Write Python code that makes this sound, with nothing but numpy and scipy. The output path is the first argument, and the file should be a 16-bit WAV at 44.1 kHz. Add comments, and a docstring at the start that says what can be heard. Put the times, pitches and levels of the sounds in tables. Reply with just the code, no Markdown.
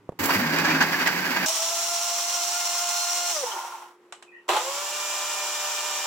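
"""A jug blender chops fruit with a knocking, rumbling rattle; then the scene changes to a high, smooth whir.
Impacts of the pieces excite the resonances of the jug; the shaft radiates harmonics of its rotation frequency
over the turbulent noise of the puree. Switched off, it coasts down with a clattering coupling and faint
squeaks. The switch clicks twice, and the motor restarts with a jolt and settles at a lower speed. Quiet kitchen
air and an electrical hum lie underneath."""
import sys
import numpy as np
from scipy import signal
from scipy.fft import rfft, irfft
from scipy.io import wavfile
from scipy.ndimage import uniform_filter1d

SR = 44100
rng = np.random.default_rng(int(sys.argv[2]) if len(sys.argv) > 2 else 0)


def pcm_store(signal):
    """Save signal as 16-bit PCM."""
    levels = np.round(np.clip(np.atleast_2d(signal), -1, 1) * 32767)
    wavfile.write(sys.argv[1], SR, levels.astype(np.int16).T)


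N = 267270
T = np.arange(N) / SR
FREQS = np.maximum(np.arange(N // 2 + 1) * SR / N, 1)
SIDES = np.array([[1], [-1]])  # left, right
CHOP_ON, BITE, WHIR_ON, WHIR_OFF, RESTART = 0.189, 0.287, 1.458, 3.315, 4.48  # t/s
HUM_HZ = 353


def undb(db):
    """Amplitude ratio of a level in decibels."""
    return 10 ** (np.asarray(db) / 20)


def unit(x):
    """Normalisation to rms 1."""
    return x / np.sqrt(np.mean(x ** 2))


def across(table):
    """Interpolation of each column over log frequency, one value a bin."""
    hz, *columns = np.transpose(table)
    return [np.interp(np.log(FREQS), np.log(hz), c) for c in columns]


def walk(rate):
    """Low-pass random fluctuation: values held for 1 / rate seconds and smoothed twice; rms 1."""
    k = max(int(SR / rate), 1)
    held = np.repeat(rng.standard_normal(N // k + 1), k)[:N]
    return unit(uniform_filter1d(uniform_filter1d(held, k), k))


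def between(start, end, fade=0.0033):
    """Gate with short linear ramps."""
    return np.clip((T - start) / fade, 0, 1) * np.clip((end - T) / fade + 1, 0, 1)


def approach(start, first, last, lag_s):
    """First-order relaxation from first to last, beginning at start."""
    return last + (first - last) * np.exp(-np.maximum(T - start, 0) / lag_s)


def change(middle, takes_s):
    """Smooth transition from 0 to 1."""
    return 0.5 + 0.5 * np.tanh(2 * (T - middle) / takes_s)


def blow(start, t60, rise=0.0012):
    """Impact envelope: a quick rise, then exponential decay by 60 dB in t60."""
    out = np.zeros(N)
    sounding = slice(int(start * SR) + 1, int((start + 2 * t60) * SR))
    age = T[sounding] - start
    out[sounding] = (1 - np.exp(-age / rise)) * np.exp(-np.log(1000) * age / t60)
    return out


def lows(x, hz, order=4):
    """Zero-phase low-pass filter."""
    return irfft(rfft(x) / (1 + (FREQS / hz) ** (2 * order)), N)


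def angle(hz, wobble):
    """Phase as the integral of a frequency that wavers with the sloshing load."""
    return 2 * np.pi * np.cumsum(hz * (1 + wobble * walk(35))) / SR


def rough_tone(hz, width):
    """Narrow-band noise: one resonance under random excitation."""
    phase = 2 * np.pi * hz * T
    return walk(2 * width) * np.cos(phase) + walk(2 * width) * np.sin(phase)


# Stereo fields of the chopping and of all else: f/Hz, correlation, left minus right/dB
CHOP_FIELD = [(150.4, 1, -1), (600, 0.63, 0.5), (1100, 0.65, -0.5), (1700, 0.62, -2.5), (2430, 1, -6),
              (3780, 0.17, -2), (4730, 0.26, -6), (6080, 0.00059, 2), (7940, -0.27, -7), (9500, 0.29, 2.5),
              (12550, -0.38, -14), (15000, 0.03, -16)]
MAIN_FIELD = [(300, 0.97, -1), (1000, 0.95, -2), (1660, 0.23, 1), (2380, 0.53, 1.5), (3800, 0.39, 0),
              (4800, -0.16, 0), (5940, 0.43, -1.5), (6300, 0.0091, -3), (7300, 0.53, -2),
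              (8500, 0.077, -3.5), (13100, -0.31, -1)]


def ring(drive, spectrum, peaks=(), field=MAIN_FIELD, lag_s=0):
    """Source and filter: dense tiny impacts of strength drive excite a resonant body; stereo, rms 1."""
    resonances_db = sum(lift / (1 + (2 * (FREQS - hz) / width) ** 2) for hz, width, lift in peaks)
    response = undb(across(spectrum)[0] + resonances_db)
    correlation, pan_db = across(field)
    correlation = np.clip(correlation, -0.99, 0.99)
    mid, side = rfft(rng.standard_normal((2, N)) * drive)
    mid, side = mid * np.sqrt(1 + correlation), side * np.sqrt(1 - correlation)
    left, right = undb(pan_db / 2), undb(-pan_db / 2)
    delay = np.exp(-2j * np.pi * FREQS * lag_s)
    channels = np.array([(mid + side) * left, (mid - side) * right * delay])
    return unit(irfft(channels * response / np.hypot(left, right), N))


# Spectra of the room air and of a dull rumble or thud: f/Hz, level/dB
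ROOM_SPECTRUM = [(40, -35.5), (120, -28), (200, -18.5), (290, -15), (400, -5), (650, -18), (950, -12),
                 (2000, -20.5), (4000, -31), (8000, -35.5), (15000, -42)]
THUD_SPECTRUM = [(40, -34), (110, 4.5), (300, 4), (850, -1.5), (1500, -25), (4000, -39), (15000, -45.5)]


def kitchen():
    """Ambient noise and electrical hum, low and rumbling at first and higher from the whir on."""
    air = ring(undb(1.1 * walk(12)), ROOM_SPECTRUM) * undb(-61)
    low_hum = sum(undb(db) * np.sin(2 * np.pi * hz * T) for hz, db in [(109, -67.5), (296, -65.5)])
    hum = np.sin(2 * np.pi * HUM_HZ * T) * undb(-56.5 + 2 * walk(16))
    rumble = lows(ring(1, THUD_SPECTRUM), 400) * undb(-57.5)
    return air + np.where(T < WHIR_ON, low_hum + rumble, hum)


# Squeaks as the shaft runs down and rests: t/s, f/Hz, bandwidth/Hz, level/dB, half duration/s
SQUEAK_NOTES = [(3.503, 3070, 230, -43.5, 0.04), (4.255, 2500, 150, -62, 0.09),
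                (4.31, 1890, 115, -55, 0.095), (4.32, 2700, 360, -68, 0.12)]


def squeaks():
    """Narrow-band squeaks swell and die away; wall reflections add an incoherent part on each side."""
    out = np.zeros((2, N))
    for start, hz, width, db, half_s in SQUEAK_NOTES:
        progress = np.clip((T - start) / (2 * half_s), 0, 1)
        swell = np.sin(np.pi * np.sqrt(progress)) ** 4
        walls = np.array([rough_tone(hz, width), rough_tone(hz, width)])
        out += undb(db) * swell * (rough_tone(hz, width) + 2.2 * walls)
    return out


# Spectrum of the snap: f/Hz, level/dB
SNAP_SPECTRUM = [(80, -50), (200, -34), (700, 11.5), (1400, 11), (2200, 6), (3000, 4), (5000, -1.5),
                 (8000, 2), (14000, -25)]
# Resonances of the switch spring: f/Hz, bandwidth/Hz, gain/dB
SPRING_MODES = [(2960, 260, 9), (3950, 350, 5), (8000, 900, 4.5)]
# Strokes on the rocker: t/s, level/dB, T60/s, share of snap
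SWITCH_STROKES = [(.091, -31.5, 0.04, 0), (0.121, -41.5, 0.07, 0), (4.124, -40.5, 0.22, 1),
                  (4.225, -48, 0.18, 1)]


def switch():
    """Impact excitation of a plastic rocker: a finger thuds on it, or it snaps over and rings briefly."""
    snap = ring(1, SNAP_SPECTRUM, SPRING_MODES)
    thud = ring(1, THUD_SPECTRUM)
    out = np.zeros((2, N))
    for start, db, t60, share in SWITCH_STROKES:
        strike = 0.85 * blow(start, t60) + 3.2 * blow(start, t60=0.02, rise=0.00043)
        out += undb(db) * strike * (share * snap + (1 - share) * thud)
    return out


# Slugs of pulp thrown against the jug wall: t/s, level/dB, f/Hz, T60/s
PULP_SLUGS = [(0.198, -27, 97, 0.26), (0.352, -25.5, 105, 0.21), (0.355, -18.5, 192, 0.24),
              (0.405, -19.5, 240, 0.41), (0.53, -22, 288, 0.21), (0.665, -22, 312, 0.38),
              (0.735, -14.5, 262, 0.17), (0.795, -19.5, 258, 0.2), (1.008, -21.5, 272, 0.15)]


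def thumps():
    """Damped oscillation: each slug booms in the jug at a pitch that wavers as the load shifts."""
    return sum(undb(db) * blow(start, t60, rise=0.013) * np.sin(angle(hz, wobble=0.03))
               for start, db, hz, t60 in PULP_SLUGS)


# Spectra of a crack on the jug and of a tick on a blade: f/Hz, level/dB
CRACK_SPECTRUM = [(1500, -11), (3500, 1), (6200, 2), (7700, 5), (9000, -24), (15000, -5)]
BLADE_SPECTRUM = [(5000, -30), (9000, -12), (12000, -1), (15500, 0)]
# Impacts of hard bits: t/s, level/dB, T60/s, share of blade tick
HARD_IMPACTS = [(0.195, -29.5, 0.082, 0), (0.237, -22.5, 0.12, .4), (0.257, -16.5, .04, 0.64),
                (0.272, -21, .006, 1), (0.436, -37, .04, .1), (0.585, -22, 0.037, 0.2),
                (0.653, -26, .04, 0.34), (0.824, -20.5, .04, 0.05), (0.9656, -22, .008, .95),
                (1.042, -24, .006, 1), (1.072, -17.5, 0.034, 0.35), (1.077, -21, .02, 0.6),
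                (1.2739, -18, .007, .9), (1.359, -26, .007, 1)]


def ticks():
    """Short contacts radiate high frequencies: hard bits crack on the jug or tick on a blade."""
    crack = ring(1, CRACK_SPECTRUM, field=CHOP_FIELD)
    tick = ring(1, BLADE_SPECTRUM, field=CHOP_FIELD)
    return sum(undb(db) * blow(start, t60, rise=0.0003) * (share * tick + (1 - share) * crack)
               for start, db, t60, share in HARD_IMPACTS)


def knocking(rows, t60, rise, low_ratio, low_db, pan_db, skew_rad):
    """Free vibration: each knock rings a mode and a weaker, lower one, out of phase left and right."""
    out = np.zeros((2, N))
    age = T[:int(2 * t60 * SR)]
    envelope = blow(0, t60, rise)[:len(age)]
    for start, db, hz in rows:
        turn, low_turn, skew = rng.standard_normal(3)
        phase = 2 * np.pi * hz * age + SIDES * skew_rad * skew
        modes = np.sin(phase + np.pi * turn) + undb(low_db) * np.sin(low_ratio * phase + np.pi * low_turn)
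        first = int(start * SR)
        out[:, first:first + len(age)] += undb(db) * envelope * modes
    return out * undb(SIDES * pan_db / 2)


# Firm pieces striking the jug wall: t/s, level/dB, f/Hz
WALL_IMPACTS = [(0.293, -7.5, 994), (0.308, -14.5, 1520), (0.352, -19, 1500), (0.511, -13, 1640),
                (0.598, -22, 1590), (0.645, -22, 1620), (0.685, -17, 1700), (0.709, -11, 2370),
                (0.745, -23, 1600), (0.759, -22, 1530), (0.817, -9, 1580), (0.833, -16, 1660),
                (0.942, -9.5, 1720), (1.012, -20, 1940), (1.062, -14, 1680), (1.081, -16, 1610),
                (1.229, -15.5, 1560), (1.265, -11, 1660), (1.281, -18, 1500), (1.374, -16, 1640),
                (1.390, -22, 1690), (1.447, -22, 1710)]


def jug_knocks(patter_per_s=95):
    """Modal ringing of the jug, struck by firm pieces amid a random patter of small ones."""
    count = int(patter_per_s * (WHIR_ON - BITE))
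    size, pitch, delay = rng.standard_normal((count, 3)).T
    times = np.linspace(BITE, WHIR_ON, count) + delay / (2 * patter_per_s)
    levels_db = -24 + 3 * size
    pitches_hz = 1710 * np.exp(0.13 * pitch)
    rows = WALL_IMPACTS + list(zip(times, levels_db, pitches_hz))
    return knocking(rows, t60=0.037, rise=0.0031, low_ratio=0.566, low_db=-11, pan_db=-2.5, skew_rad=0.29)


# Spectrum of the chopping noise: f/Hz, level/dB
CHOP_SPECTRUM = [(40, -36), (100, -24.5), (170, -9), (280, 0), (460, -10), (950, 0), (1300, -4), (1650, 0),
                 (2400, -0.5), (3500, -12), (4800, -11), (7600, -20), (9000, -36.5), (12000, -23.5),
                 (15500, -24)]
# Resonances of housing and jug: f/Hz, bandwidth/Hz, gain/dB
CHOP_MODES = [(94.4, 13, 10), (247, 8.3, -2), (286, 3.5, 2.5), (526.5, 21, 7), (1604, 130, 4.5),
              (4740, 310, 6.5), (5810, 250, 4.5)]
# Pieces caught and ground by the blades: t/s, level/dB, f/Hz, T60/s
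CAUGHT_PIECES = [(0.286, -18.5, 1050, 0.23), (0.297, -28, 1800, 0.17), (0.338, -22, 1844, 0.16),
                 (0.424, -21, 1700, 0.098), (0.558, -22, 1650, 0.17), (0.574, -23.5, 1568, 0.24),
                 (0.64, -17.5, 1607, 0.23), (0.677, -20.5, 1700, 0.2), (0.700, -16, 2344, 0.13),
                 (0.744, -20, 1570, 0.24), (0.804, -13.5, 1583, 0.14), (0.918, -20, 1760, .1),
                 (0.996, -21.5, 1550, 0.18), (1.057, -16.5, 1656, 0.13), (1.067, -15, 1664, 0.088),
                 (1.362, -19, 1614, 0.12)]
# Contour of the blade tone: t/s, level/dB
BLADE_TONE = [(0.47, -32), (0.502, -33), (0.602, -35), (0.66, -41), (0.74, -33.5), (0.9, -38), (0.924, -46),
              (1.154, -36.5), (1.29, -41), (1.45, -39)]


def chopping(nominal_hz=179, drag_hz=18):
    """Forced vibration: the blades beat fruit against the jug; whole fruit slows them and adds noise."""
    whole = 1 - change(0.88, takes_s=0.24)
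    clear = 1 - change(BITE, takes_s=0.065)  # the blades spin almost clear before they bite
    spin = approach(CHOP_ON, 0.56, 0.99, lag_s=0.0707)
    shaft = angle(spin * (nominal_hz - drag_hz * whole), wobble=0.025)
    drive = undb(0.39 * walk(900) + 1.2 * walk(89.3) + 0.29 * np.cos(shaft))
    jug = ring(drive, CHOP_SPECTRUM, CHOP_MODES, CHOP_FIELD, lag_s=0.00011)
    bass, pulp, body = lows(jug, 470), lows(jug, 1390, order=6), lows(jug, 7550, order=8)
    # each caught piece swells the upper three bands and rings one mode of the jug
    hits = [undb(db) * blow(start, t60, rise=0.0095) for start, db, _, t60 in CAUGHT_PIECES]
    caught = np.sqrt(sum(hit ** 2 for hit in hits))
    ringing = undb(-2) * sum(hit * rough_tone(hz, 420) for hit, (_, _, hz, _) in zip(hits, CAUGHT_PIECES))
    rumble = unit(bass) * undb(-36.5 + 5 * whole - 4 * (1 - spin))
    slap = unit(pulp - bass) * np.hypot(undb(-34.5 + 3.5 * whole - 0.96 * clear), undb(-4.5) * caught)
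    rattle = unit(body - pulp) * np.hypot(undb(-28 + whole - 4 * clear), caught)
    # the brushes hiss, and spark harder until the motor is up to speed
    spark_db = approach(CHOP_ON, 0, 6.525, lag_s=0.018) * (1 - change(0.39, takes_s=0.14))
    hiss = unit(jug - body) * np.hypot(undb(-36.5 + spark_db), undb(-21) * caught)
    tone_db = np.interp(T, *np.transpose(BLADE_TONE)) + 2 + 0.88 * walk(40)
    tone = np.sin(shaft) * undb(tone_db) * change(0.44, takes_s=0.069)
    impacts = thumps() + ticks() + jug_knocks()
    return (rumble + slap + rattle + hiss + ringing + tone + impacts) * between(CHOP_ON, WHIR_ON)


# Spectrum of the loose coupling: f/Hz, level/dB
COUPLING_SPECTRUM = [(200, -50), (600, -13), (920, -0.5), (1300, -10), (1800, -14), (3000, -17),
                     (6000, -28), (9000, -24), (15000, -27)]
# Its resonances: f/Hz, bandwidth/Hz, gain/dB
COUPLING_MODES = [(887, 55, 4.5), (940, 61, 1), (1050, 59, 8), (1390, 65, 13), (3080, 280, 3),
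                  (5770, 500, 4)]
# Its distinct knocks: t/s, level/dB, f/Hz
COUPLING_IMPACTS = [(3.382, -30, 1160), (3.465, -21.5, 904), (3.561, -22, 926), (3.582, -25, 950),
                    (3.598, -24, 1037), (3.636, -26, 915), (3.648, -23, 932), (3.673, -34, 940),
                    (3.739, -27.5, 910), (3.779, -32, 925), (3.826, -30.5, 844)]


def loose_coupling(shaft, speed_share, coasting_s):
    """Backlash: free of torque, the coupling rattles once a turn until too slow to be thrown."""
    drive = undb(2 * np.sqrt(speed_share) * np.cos(shaft) + walk(110))
    loose = np.minimum(coasting_s / 0.23, 1) ** 2 * np.minimum(speed_share / 0.16, 1)
    rattle = ring(drive, COUPLING_SPECTRUM, COUPLING_MODES) * undb(-28.5) * speed_share * loose
    return rattle + knocking(COUPLING_IMPACTS, t60=0.063, rise=0.0032,
                             low_ratio=0.84, low_db=-11, pan_db=-1, skew_rad=0.15)


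# Spectrum of the meshing coupling: f/Hz, level/dB
MESH_SPECTRUM = [(150, -88), (350, -8), (600, -1), (900, 2), (1300, -2.5), (1800, -8), (3200, -6),
                 (4300, -10.5), (5200, -20), (8000, -17), (15000, -27)]
# Its resonances: f/Hz, bandwidth/Hz, gain/dB
MESH_MODES = [(852, 41, 8.5), (1030, 55, 6), (1230, 21, 12)]
# Its blows as the motor takes hold: t/s, level/dB, T60/s
MESH_IMPACTS = [(4.4874, -17.5, 0.31), (4.532, -29, 0.62), (4.564, -23, 0.11)]


def jolt(shaft):
    """Transient response of the coupling as it bangs into mesh."""
    blows = sum(undb(db) * blow(start, t60) for start, db, t60 in MESH_IMPACTS)
    return ring(undb(2 * np.cos(shaft)), MESH_SPECTRUM, MESH_MODES) * blows


# Radiation efficiency of the housing: f/Hz, level/dB
RADIATION = [(120, -70), (300, -40), (345, -7.5), (420, -6), (490, -2), (546, 6.5), (610, 0), (900, 1.5)]
# Scattering by the swirling puree: harmonic number, relative scattered power
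SCATTERING = [(2, 0.022), (3, 0.4), (4, 0.26), (6, 0.2), (8, 0.07), (12, 0.08), (16, 0.63)]


def whine(shaft, hz, levels_db, ripple, fade_db, overtone_gain, rough):
    """Harmonic series of blades and armature, radiated by the housing and scattered by the puree."""
    out = np.zeros((2, N))
    slack = 1 - hz / hz.max()  # below top speed the overtones weaken and scatter more
    for order, db in enumerate(levels_db, 1):
        housing_db = np.interp(order * hz, *np.transpose(RADIATION))
        overtone = overtone_gain * undb(-fade_db * slack * np.log(order / 2)) if order > 2 else 1
        scattered = np.clip(rough * np.interp(order, *np.transpose(SCATTERING)) + 0.72 * slack, 0, 1)
        flutter_hz = 22 + 7 * order
        swirl = np.sqrt(1 - scattered) + np.sqrt(scattered / 2) * (walk(flutter_hz) + 1j * walk(flutter_hz))
        tone = undb(db + housing_db) * overtone * swirl * np.exp(1j * order * shaft)
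        skew = 0.14 * np.sqrt(order) * walk(14)  # changing paths to left and right
        out += tone.imag + SIDES * tone.real * skew
    bearing_chatter = undb(8 * np.sqrt(slack) * walk(120))
    torque_ripple = 1 + ripple * np.cos(np.pi * HUM_HZ * T)  # the supply adds sidebands to each harmonic
    return out * bearing_chatter * torque_ripple


# Noise spectrum at low speed: f/Hz, level/dB
SLOW_SPECTRUM = [(100, -27), (280, -22.5), (550, -3), (850, 1), (1300, 2), (2100, -8.5), (3000, -3.5),
                 (4400, -7), (5300, -3), (6500, -4), (7400, -3), (8700, -10.5), (11500, -14.5),
                 (15500, -13)]
# Resonances of housing and jug: f/Hz, bandwidth/Hz, gain/dB
SLOW_MODES = [(777, 8.4, 15), (848, 53, 4.2), (946, 28, 13), (1016, 11.3, 16), (1378, 13, 13),
              (2803, 50, 6.2), (6000, 270, 1.8), (7220, 160, 7)]
# Shaft harmonics from the first up: level/dB
SLOW_HARMONICS = [-25, -2.5, -11, -1.5, -12, -4, -32, 0, -25, -8, -11, -9, -27, -24, -23, -22, -8, -7.5, -8,
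                  -3.5, -14, -20, -12, -8.5, -8]


def slow_run(from_hz=125, top_hz=298.1):
    """Starting transient: inrush current hums, and the motor winds up exponentially to its lower speed."""
    hz = approach(RESTART, from_hz, top_hz, lag_s=0.11)
    shaft = angle(hz, wobble=0.002413)
    drive = undb(0.37 * walk(1200) + 0.32 * walk(60) + 1.2 * np.cos(2 * shaft))
    flow = ring(drive, SLOW_SPECTRUM, SLOW_MODES)
    low_flow = lows(flow, 1680)
    churn = unit(low_flow) * undb(-38.5)
    rush = unit(flow - low_flow) * undb(-31) * approach(RESTART, 0.31, 0.95, lag_s=0.075)
    # the puree closes into a whirl that lifts the noise and the upper harmonics
    whirl = undb(1.5 * change(5, takes_s=0.096))
    held_db = 6.5 * (1 - change(4.94, takes_s=0.22))
    levels_db = [db - held_db if order > 4 else db for order, db in enumerate(SLOW_HARMONICS, 1)]
    push_db = 32 * np.minimum(1 - hz / hz.max(), 0.35)  # the blades push hardest while accelerating
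    tones = whine(shaft, hz, levels_db, ripple=0.31, fade_db=49, overtone_gain=0.94, rough=0.73)
    tones *= undb(-40.5 + push_db)
    inrush = undb(-25.5) * blow(RESTART, t60=0.34, rise=0.017) * np.sin(2 * np.pi * HUM_HZ * T)
    running = (churn + rush) * whirl + tones + inrush + jolt(shaft)
    base_cut = signal.butter(4, 223, "high", fs=SR, output="sos")  # the base radiates little bass
    return signal.sosfilt(base_cut, running * between(RESTART, np.inf, fade=0.0016))


# Noise spectrum at full speed: f/Hz, level/dB
FAST_SPECTRUM = [(100, -47.5), (300, -28.5), (550, -19.5), (850, -5.5), (1150, -4.5), (1700, -11.5),
                 (2300, -10.5), (2900, -6), (4600, -7.5), (5700, 1), (6700, -4.5), (7400, -6.5),
                 (9500, -10.5), (13000, -15), (15500, -11)]
# Resonances of housing and jug: f/Hz, bandwidth/Hz, gain/dB
FAST_MODES = [(543, 20, 15.4), (854, 36, 5.7), (4340, 90, 2.5), (5640, 76, 6.5), (6420, 230, 3.7),
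              (7100, 170, 3.9), (7540, 220, 3.7), (8340, 140, 6)]
# Shaft harmonics from the first up, the even ones strong from the two blades: level/dB
FAST_HARMONICS = [-32.5, -0.24, -7, -4, -17.5, -11.5, -14, -10.5, -27, -23, -17, -5.5, -25.5, -23, -19.5,
                  -4, -21.5, -13, -13, -5.5, -5]
# Thin whistle of the twelfth harmonic: t/s, gain/dB
WHISTLE_GAIN = [(1.5, 0), (2.0, -1), (2.3, -1.5), (2.55, -1), (2.72, 0), (2.88, -4.5), (3.0, 3.5),
                (3.12, 0), (3.3, -1), (3.35, -12)]
# Last hard bits ticking in the whirl: t/s, level/dB
LAST_BITS = [(1.4586, -23), (1.482, -23), (1.539, -26.5), (1.565, -28), (1.6204, -23), (1.6845, -25)]


def fast_run(from_hz=321.5, top_hz=351.3, friction_hz=161.1, brake_s=0.61):
    """Rotor tones and flow noise: speed rises as the puree thins; unpowered, drag and friction brake it."""
    coasting_s = np.maximum(T - WHIR_OFF, 0)
    powered_hz = approach(WHIR_ON, from_hz, top_hz, lag_s=0.33)
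    hz = np.maximum((powered_hz + friction_hz) * np.exp(-coasting_s / brake_s) - friction_hz, 0)
    speed_share = hz / powered_hz
    shaft = angle(hz, wobble=0.00226 + 0.0566 * (1 - hz / hz.max()))
    drive = undb(walk(1200) + 0.68 * walk(60) + np.cos(2 * shaft))
    flow = ring(drive, FAST_SPECTRUM, FAST_MODES)
    low_flow = lows(flow, 1720)
    bits = sum(undb(db) * blow(start, t60=0.13) for start, db in LAST_BITS)
    churn = unit(low_flow) * np.hypot(undb(-40.5) * speed_share, undb(-12) * bits)
    rush = unit(flow - low_flow) * np.hypot(undb(-27) * speed_share ** 1.88, bits)
    # overtones grow by 3 dB/s as the puree gets smoother, and drop once the power is off
    smoothing_db = 1.5 + 3 * np.minimum(T - WHIR_OFF, 0)
    overtones = undb(smoothing_db) * (0.31 + 0.47 * np.exp(-coasting_s / 0.083))
    whistle_db = np.interp(T, *np.transpose(WHISTLE_GAIN))
    levels_db = [db + whistle_db if order == 12 else db for order, db in enumerate(FAST_HARMONICS, 1)]
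    lumps = approach(WHIR_ON, 4.9, 1, lag_s=0.43)
    freeing = approach(WHIR_ON, 0.42, 0.86, lag_s=0.058)  # the tones swell as the blades run free
    tones = whine(shaft, hz, levels_db, ripple=0.032, fade_db=12, overtone_gain=overtones, rough=lumps)
    tones *= undb(-32.5) * speed_share * freeing
    clatter = loose_coupling(shaft, speed_share, coasting_s)
    return (churn + rush + tones + clatter) * between(WHIR_ON, RESTART)


def scene():
    """Linear superposition of the blender and the kitchen, in stereo."""
    return chopping() + fast_run() + slow_run() + switch() + squeaks() + kitchen()


def record(dry):
    """Band limiting by a steep low-pass filter at 15.8 kHz."""
    return signal.sosfilt(signal.ellip(10, 0.2, 80, 15800, fs=SR, output="sos"), dry)


dry = scene()
out = record(dry)
pcm_store(out)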